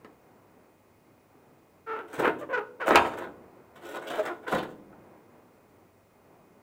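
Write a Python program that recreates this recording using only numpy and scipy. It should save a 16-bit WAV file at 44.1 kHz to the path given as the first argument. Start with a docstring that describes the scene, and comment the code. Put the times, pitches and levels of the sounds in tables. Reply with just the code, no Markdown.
"""In a workshop, heard from close by, a heavy steel fender is worked loose from a truck body.
Its edge groans in stick-slip (gliding harmonics) and scrapes over rust (bursts of tiny random slips),
breaks free with a loud clank (contact, chatter and thud through the fender's ringing modes),
is dragged along the body and set down on the running board. The room rings faintly in a diffuse tail
over a dull, swelling background, hiss and faint tones; the loudest clank overloads the input."""
import sys
import numpy as np
from scipy import signal
from scipy.fft import rfft, irfft, next_fast_len
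from scipy.io import wavfile

SR = 44100
rng = np.random.default_rng(int(sys.argv[2]) if len(sys.argv) > 2 else 0)


def store_wav(level_fs):
    """Save 16-bit WAV to argv[1]."""
    pcm = np.round(np.clip(np.atleast_2d(level_fs), -1, 1) * 32767)
    wavfile.write(sys.argv[1], SR, pcm.T.astype(np.int16))


N = 292074
TIME = np.arange(N) / SR

# Spectrum of the workshop air: (frequency [Hz], relative level per Hz [dB])
AIR_SPECTRUM = [(15, -41.5), (25, -18), (70, -10), (102, -4.5), (222, -3.5), (371, -2), (1030, -10),
                (1820, -20.5), (2140, -19.5), (3380, -30), (12700, -32.5), (15700, -31.5)]
# Faint tones in the air: (mean frequency [Hz], level [dB])
AIR_TONES = [(96.9, -75.5), (247.6, -75.5), (1922, -85.5), (2105, -84), (2492, -83.5), (15375, -81)]
# Swells of the dull background: (time [s], width [s], level [dB])
AIR_SWELLS = [(.2, 0.54, -59.5), (1.45, 0.12, -58.5), (3.6, 0.49, -55), (5.0, 0.2, -55), (5.3, 0.35, -60.5),
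              (6.38, 0.18, -59)]
CALM_DB = -61.5  # dull background between swells

# Blows of steel on steel: (time [s], level before the common gain [dB], hardness as a corner [Hz],
# thud re the blow [dB], thud pitch [factor], panel ring re the contact [dB])
STEEL_BLOWS = [(0.047, -44.5, 3680, 3, 1.8, 1), (2.183, -34.5, 1590, 1, 0.7, 2),
               (2.197, -23.5, 644, 5.5, 1.33, 4), (2.246, -22.5, 1488, -9, 0.72, 3),
               (2.881, -16.5, 1400, -0.5, 1.42, 1.5), (2.908, -12, 1550, -3, 1.3, 0),
               (2.95, -12.5, 1210, -11, 1.45, 2), (2.957, -4, 2906, -26, 0.35, -3.5),
               (2.975, -13, 1590, -15.5, 1.37, -2), (3.05, -22.5, 1530, -12, 0.95, 7),
               (3.273, -37.5, 1095, -7, 0.84, -2), (3.963, -32, 1070, -27, 1.4, 2),
               (4.262, -29.5, 3320, -12, 2.3, 3), (4.526, -24.5, 1260, -2, 1.12, -4),
               (4.534, -19.5, 1190, -8, 0.66, -1), (4.545, -26.5, 940, 0, 0.884, -1),
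               (4.928, -48, 700, -7.5, 1.1, 2)]
# Spectrum that colours each blow: (frequency [Hz], relative level per Hz [dB])
CLANG_SPECTRUM = [(40, -38), (150, -19.5), (300, -2.5), (700, 6.5), (1500, 7.5), (2300, 1), (4000, -7.5),
                  (15000, 0.5)]
# Spectrum of the low thud at pitch factor 1: (frequency [Hz], relative level per Hz [dB])
THUD_SPECTRUM = [(25, -25), (70, -20), (130, -10.5), (250, 5), (550, -19.5), (1200, -63.5)]

# Strong modes of the fender: (frequency [Hz], relative level [dB])
FENDER_MODES = [(241, -7), (289, -3.5), (314, -3.5), (352, -2), (426, -6.5), (495, -8.5), (535, -4.5),
                (640, -10), (705, -1), (923, -8.5), (1027, -3), (1235, -13), (1295, 3.5), (1405, -10),
                (1462, 5.5), (1562, -5.5), (1750, -8), (2280, -2.5), (3800, -8), (4480, -10)]
MODES_DB = -10  # strong modes re the crowd of weaker ones, in a blow
# Decay of the crowded higher-order modes: (frequency [Hz], time to fall 60 dB [s])
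PANEL_DECAY = [(100, 0.42), (1500, .135), (3000, 0.15), (8000, 0.056)]

# Groans of the edge: (time [s], length [s], first slip rate [Hz], glide [Hz per s],
# level before the common trim [dB], roughness [0-1], brightness [dB per octave above the slip rate])
EDGE_GROANS = [(1.863, 0.13, 448.4, -88, -33, 0.25, 3), (1.955, 0.073, 463.3, -5, -35.5, 0.4, 1.5),
               (1.973, 0.12, 416, -750, -46, 0.42, -6), (2.23, 0.08, 503, -450, -22, 0.58, 3),
               (2.404, 0.055, 607, -700, -37.5, 0.27, 0), (2.488, 0.065, 530.5, -300, -32, 0.25, -2),
               (2.528, 0.045, 513.6, -1300, -24.5, 0.16, 5), (2.567, 0.036, 498, -100, -28.5, 0.26, 4.5),
               (2.552, 0.094, 441, -280, -33, .16, -4), (2.798, 0.067, 578, -2600, -30, 0.4, 5),
               (4.176, 0.051, 470.6, -1200, -30, 0.26, -7), (4.184, 0.033, 612, 1100, -24.5, 0, -18),
               (4.286, 0.053, 354.7, -200, -34.5, 0.16, -1.5), (4.464, 0.043, 490, -7, -33, 0.38, 4)]
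GROAN_SKEW, GROAN_ARCH = 0.81, 0.97  # the grip tightens quickly and lets go more slowly
# How strongly the steel radiates each groan harmonic: (frequency [Hz], relative level [dB])
RADIATION = [(200, 0.5), (480, 8), (950, 0), (1400, 6), (1800, -7.5), (2600, -17.5), (3600, -34), (8000, -54.5)]

# Shoves that drag the edge over rust:
# (time [s], length [s], then before each layer's trim: scrape [dB], rasp [dB], grit [dB])
RUST_SHOVES = [(2.068, 0.054, -47, -70, -61.5), (2.119, 0.096, -35, -58, -51),
               (2.178, 0.028, -27, -47, -46), (2.212, 0.092, -29.5, -59, -70),
               (2.379, 0.027, -52, -68, -54), (2.852, 0.036, -23, -47, -40.5),
               (2.894, 0.077, -20.5, -45, -56), (3.047, 0.024, -29.5, -49, -49),
               (3.101, 0.043, -37.5, -54, -59), (3.167, 0.019, -30.5, -59, -51.5),
               (3.201, 0.032, -32, -51.5, -63), (3.748, .025, -43.5, -60, -57.5),
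               (3.805, 0.044, -44.5, -58, -60), (3.838, 0.12, -41, -58, -53.5),
               (3.93, 0.044, -36, -48.5, -55), (4.007, 0.058, -42, -70, -60),
               (4.061, 0.047, -34, -40, -49.5), (4.097, 0.1, -31, -45.5, -49),
               (4.22, 0.054, -33.5, -56, -53.5), (4.264, 0.0077, -36, -49, -57),
               (4.293, 0.062, -44.5, -68, -81), (4.419, 0.063, -46.5, -68, -73),
               (4.468, 0.061, -33.5, -42.5, -52.5), (4.505, 0.051, -26.5, -42.5, -46.5),
               (4.563, .035, -31, -39, -57), (4.616, 0.018, -35, -59, -62),
               (4.671, 0.041, -51.5, -64.5, -64)]
# A shove bites, slowly loses pressure, then stops: the release adds to the sag
ATTACK_S, SAG_DB_PER_S, RELEASE_DB_PER_S = .02, 18.5, 502.5
# Spectrum of the scrape: (frequency [Hz], relative level per Hz [dB])
SCRAPE_SPECTRUM = [(60, -30.5), (200, -13), (330, -2.5), (600, 0.5), (850, -2), (1170, -6.5), (1480, -5),
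                   (1850, -8.5), (2700, -12.5), (3800, -26.5), (5000, -43), (12000, -41)]
# Spectrum of the rasp: (frequency [Hz], relative level per Hz [dB])
RASP_SPECTRUM = [(1200, -29), (2400, 2.5), (3700, 0.5), (4200, -11), (4800, -15), (9000, -34.5)]
# Spectrum of the crushed grit: (frequency [Hz], relative level per Hz [dB])
GRIT_SPECTRUM = [(1500, -22), (3000, 14), (4000, 3.5), (4800, -3.5), (6500, 3), (8200, 5.5), (10000, -1.5),
                 (12500, -1.5), (15500, 1.5)]

# Decay of the room: (frequency [Hz], time to fall 60 dB [s])
ROOM_DECAY = [(80, 2), (260, 1.28), (700, 0.66), (1800, 0.36), (10000, 0.55)]
EDGE_HZ = 15850  # upper band limit


def amp(db):
    """Decibels to gain."""
    return 10 ** (np.asarray(db) / 20)


def evened(x):
    """Scales to rms 1."""
    return x / np.sqrt(np.mean(x ** 2) + 1e-20)


def unit(x):
    """Scales to energy 1."""
    return x / (np.linalg.norm(x) + 1e-20)


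def read(points, hz):
    """Reads a table on a log-frequency axis."""
    f, value = np.transpose(points)
    return np.interp(np.log(hz + 1), np.log(f + 1), value)


def add(mix, s, sound):
    """Mixes a sound in at time s."""
    part = mix[max(round(s * SR), 0):][:len(sound)]
    part += sound[:len(part)]


def through(x, response):
    """Convolves and keeps the length."""
    return signal.fftconvolve(x, response)[:len(x)]


def colour(points, size=4096):
    """Causal, minimum-phase impulse response of a spectrum, energy 1."""
    level_db = read(points, abs(np.fft.fftfreq(size, 1 / SR)))
    log_gain = np.log(amp(np.maximum(level_db, -100)))
    spectrum = np.exp(np.conj(signal.hilbert(log_gain)))
    return unit(np.fft.ifft(spectrum).real[:size // 2])


def wander(hz):
    """Smooth chance of rms 1: noise whose spectrum fades out around a rate."""
    size = next_fast_len(N)
    f = np.fft.rfftfreq(size, 1 / SR)
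    spectrum = rfft(rng.standard_normal(size)) * np.exp(-(f / hz) ** 2)
    return evened(irfft(spectrum, size)[:N])


def tail(t60s, count):
    """Dense ringing in which each band dies at its own speed."""
    hz, t, z = signal.stft(rng.standard_normal(count), SR, nperseg=256)
    t60 = np.maximum(read(t60s, hz), .01)[:, None]
    return unit(signal.istft(z * amp(-60 * t / t60), SR, nperseg=256)[1])


def air(steady_db=-60, waver_hz=4, flutter_db=1):
    """A dull swelling background over even hiss and faint tones of wavering pitch."""
    noise = evened(through(rng.standard_normal(N), colour(AIR_SPECTRUM)))
    dull_band = signal.butter(2, [130, 2200], "band", fs=SR, output="sos")
    dull = signal.sosfiltfilt(dull_band, noise)
    power = amp(CALM_DB) ** 2
    for s, width, db in AIR_SWELLS:
        power = power + amp(db) ** 2 * np.exp(-((TIME - s) / width) ** 2)
    swell = np.sqrt(power) * amp(flutter_db * wander(hz=7.1))
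    tones = np.zeros(N)
    for hz, db in AIR_TONES:
        turns = np.cumsum(hz + waver_hz * wander(hz=25)) / SR
        tones += amp(db) * np.sqrt(2) * np.sin(2 * np.pi * turns)
    return swell * dull + amp(steady_db) * (noise - dull) + tones


def fender_response(modes_db, panel_db):
    """The contact itself, the strong modes and a crowd of weaker ones that differs from spot to spot."""
    t = np.arange(SR // 3) / SR
    t60_at_1khz = .19  # s
    modes = np.zeros(len(t))
    for hz, db in FENDER_MODES:
        decay = np.exp(-np.log(1000) * t / t60_at_1khz * np.sqrt(hz / 1000))  # high modes die sooner
        modes += amp(db) * decay * np.cos(2 * np.pi * hz * t)
    crowd = tail(PANEL_DECAY, count=len(t))[:len(t)]
    response = amp(panel_db) * crowd + amp(modes_db) * unit(modes)
    response[0] += 1  # the contact
    return unit(response)


def blows(level_db=23, chatter_db=0, chatter_s=0.002, contact=.7):
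    """Each blow is a sharp contact, a short chatter of the loose edge and a low thud."""
    out, t = np.zeros(N), np.arange(SR // 3) / SR
    clang_tone = colour(CLANG_SPECTRUM)
    for s, db, corner_hz, thud_db, pitch, ring_db in STEEL_BLOWS:
        chatter = rng.standard_normal(len(t)) * np.exp(-t / chatter_s)
        force = amp(chatter_db) * unit(chatter)
        force[0] += contact
        softness = signal.butter(2, min(corner_hz, SR / 4), fs=SR)
        force = signal.lfilter(*softness, force)  # soft contacts lack treble
        ring = through(force, fender_response(modes_db=ring_db + MODES_DB, panel_db=ring_db))
        thud_tone = colour(np.array(THUD_SPECTRUM) * [pitch, 1])  # wider parts of the panel boom lower
        clang = unit(through(ring, clang_tone))
        thud = amp(thud_db) * unit(through(ring, thud_tone))
        add(out, s, amp(db + level_db) * (clang + thud))
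    return out


def grains(per_s, spread_db):
    """Tiny slips at random moments, a few larger than the rest."""
    size = amp(spread_db * np.minimum(rng.exponential(1, N), 4))
    happens = rng.random(N) < per_s / SR
    return evened(size * rng.choice([-1, 1], N) * happens)


def groans(rasp_share=1.0, direct_db=-1, grit_db=-50):
    """Stick-slip pulses glide under one arch of grip; an uneven grip jitters their rate and adds rasp."""
    unsteady = .2 * wander(hz=260)
    ring_share = .24
    slips = grains(per_s=4100, spread_db=7.0)
    rasp = evened(through(slips, colour(SCRAPE_SPECTRUM)))
    rasp = rasp + amp(grit_db) * through(slips, colour(GRIT_SPECTRUM))
    out, k = np.zeros(N), np.arange(1, 17)[:, None]  # k: harmonic numbers
    for start, length, first_hz, glide, db, rough, bright in EDGE_GROANS:
        t = np.arange(0, length, 1 / SR)
        at = round(start * SR) + np.arange(len(t))
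        hz = first_hz + glide * t
        grip = abs(np.sin(np.pi * (t / length) ** GROAN_SKEW)) ** GROAN_ARCH
        turns = np.cumsum(hz * (1 + rough * unsteady[at])) / SR
        weight = amp(read(RADIATION, k * hz) + bright * np.log2(k))
        lag = rng.random(k.shape)  # bending waves disperse, so each harmonic arrives in its own phase
        harmonics = weight * np.cos(2 * np.pi * (k * turns + lag))
        pulses = harmonics.sum(0) / np.sqrt((weight ** 2).sum(0) / 2)
        share = np.clip(rasp_share * rough, 0, 1)
        blend = np.sqrt(1 - share ** 2) * pulses + share * rasp[at]
        groan = amp(db + direct_db) * grip * blend
        add(out, start, groan)
        # The jammed edge damps the ring; the contact sample is left out
        body = fender_response(modes_db=-14.5, panel_db=0.5)[1:]
        add(out, start, ring_share * signal.fftconvolve(groan, body))
    return out


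def pressure(t, length):
    """Smooth attack, sagging hold and release of one shove."""
    attack = np.sin(np.pi / 2 * np.minimum(t / ATTACK_S, 1)) ** 2
    return attack * amp(-SAG_DB_PER_S * t - RELEASE_DB_PER_S * np.maximum(t - length, 0))


def scrape(level_db=-2, rasp_db=-2, grit_db=-1, catch_db=2.0):
    """The edge catches on rust: slips ring the panel, rasp and crush grit in clumps, each shove at a new spot."""
    judder = evened(amp(catch_db * wander(hz=89.9)))
    clumps = evened(amp(3 * wander(hz=160)))
    slips = judder * grains(per_s=2500, spread_db=1.0)
    crumbs = judder * clumps * grains(per_s=10000, spread_db=3.0)
    layers = [(slips, colour(SCRAPE_SPECTRUM), level_db),
              (clumps * slips, colour(RASP_SPECTRUM), rasp_db),
              (crumbs, colour(GRIT_SPECTRUM), grit_db)]
    out, t = np.zeros(N), np.arange(SR // 2) / SR
    for start, length, *levels in RUST_SHOVES:
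        body = fender_response(modes_db=-11.5, panel_db=-0.5)  # rubbing damps the modes
        push = pressure(t, length)
        for db, (drive, tone, layer_db) in zip(levels, layers):
            force = push * drive[round(start * SR):][:len(t)]
            add(out, start, amp(db + layer_db) * through(force, unit(through(body, tone))))
    return out


def workshop(x, wet_db=-14, build_s=0.0094):
    """The diffuse tail of the room, building up over the first reflections."""
    echo = tail(ROOM_DECAY, count=70000)
    echo *= 1 - np.exp(-np.arange(len(echo)) / SR / build_s)
    return x + amp(wet_db) * through(x, unit(echo))


def scene():
    """Every contact rings the same fender in the same room."""
    contacts = scrape() + groans() + blows()
    return (workshop(contacts) + air())[None]


def record(dry, lopsided=0.12):
    """The loudest clank overloads the input unevenly, which adds a low bump; then the band limit."""
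    ceiling = .37  # full scale = 1
    bent = np.clip(dry + lopsided * dry ** 2, -ceiling, ceiling)
    band_limit = signal.firwin(511, EDGE_HZ, window=("kaiser", 9), fs=SR)
    return signal.oaconvolve(bent, band_limit[None], "same")


dry = scene()
out = record(dry)
store_wav(out)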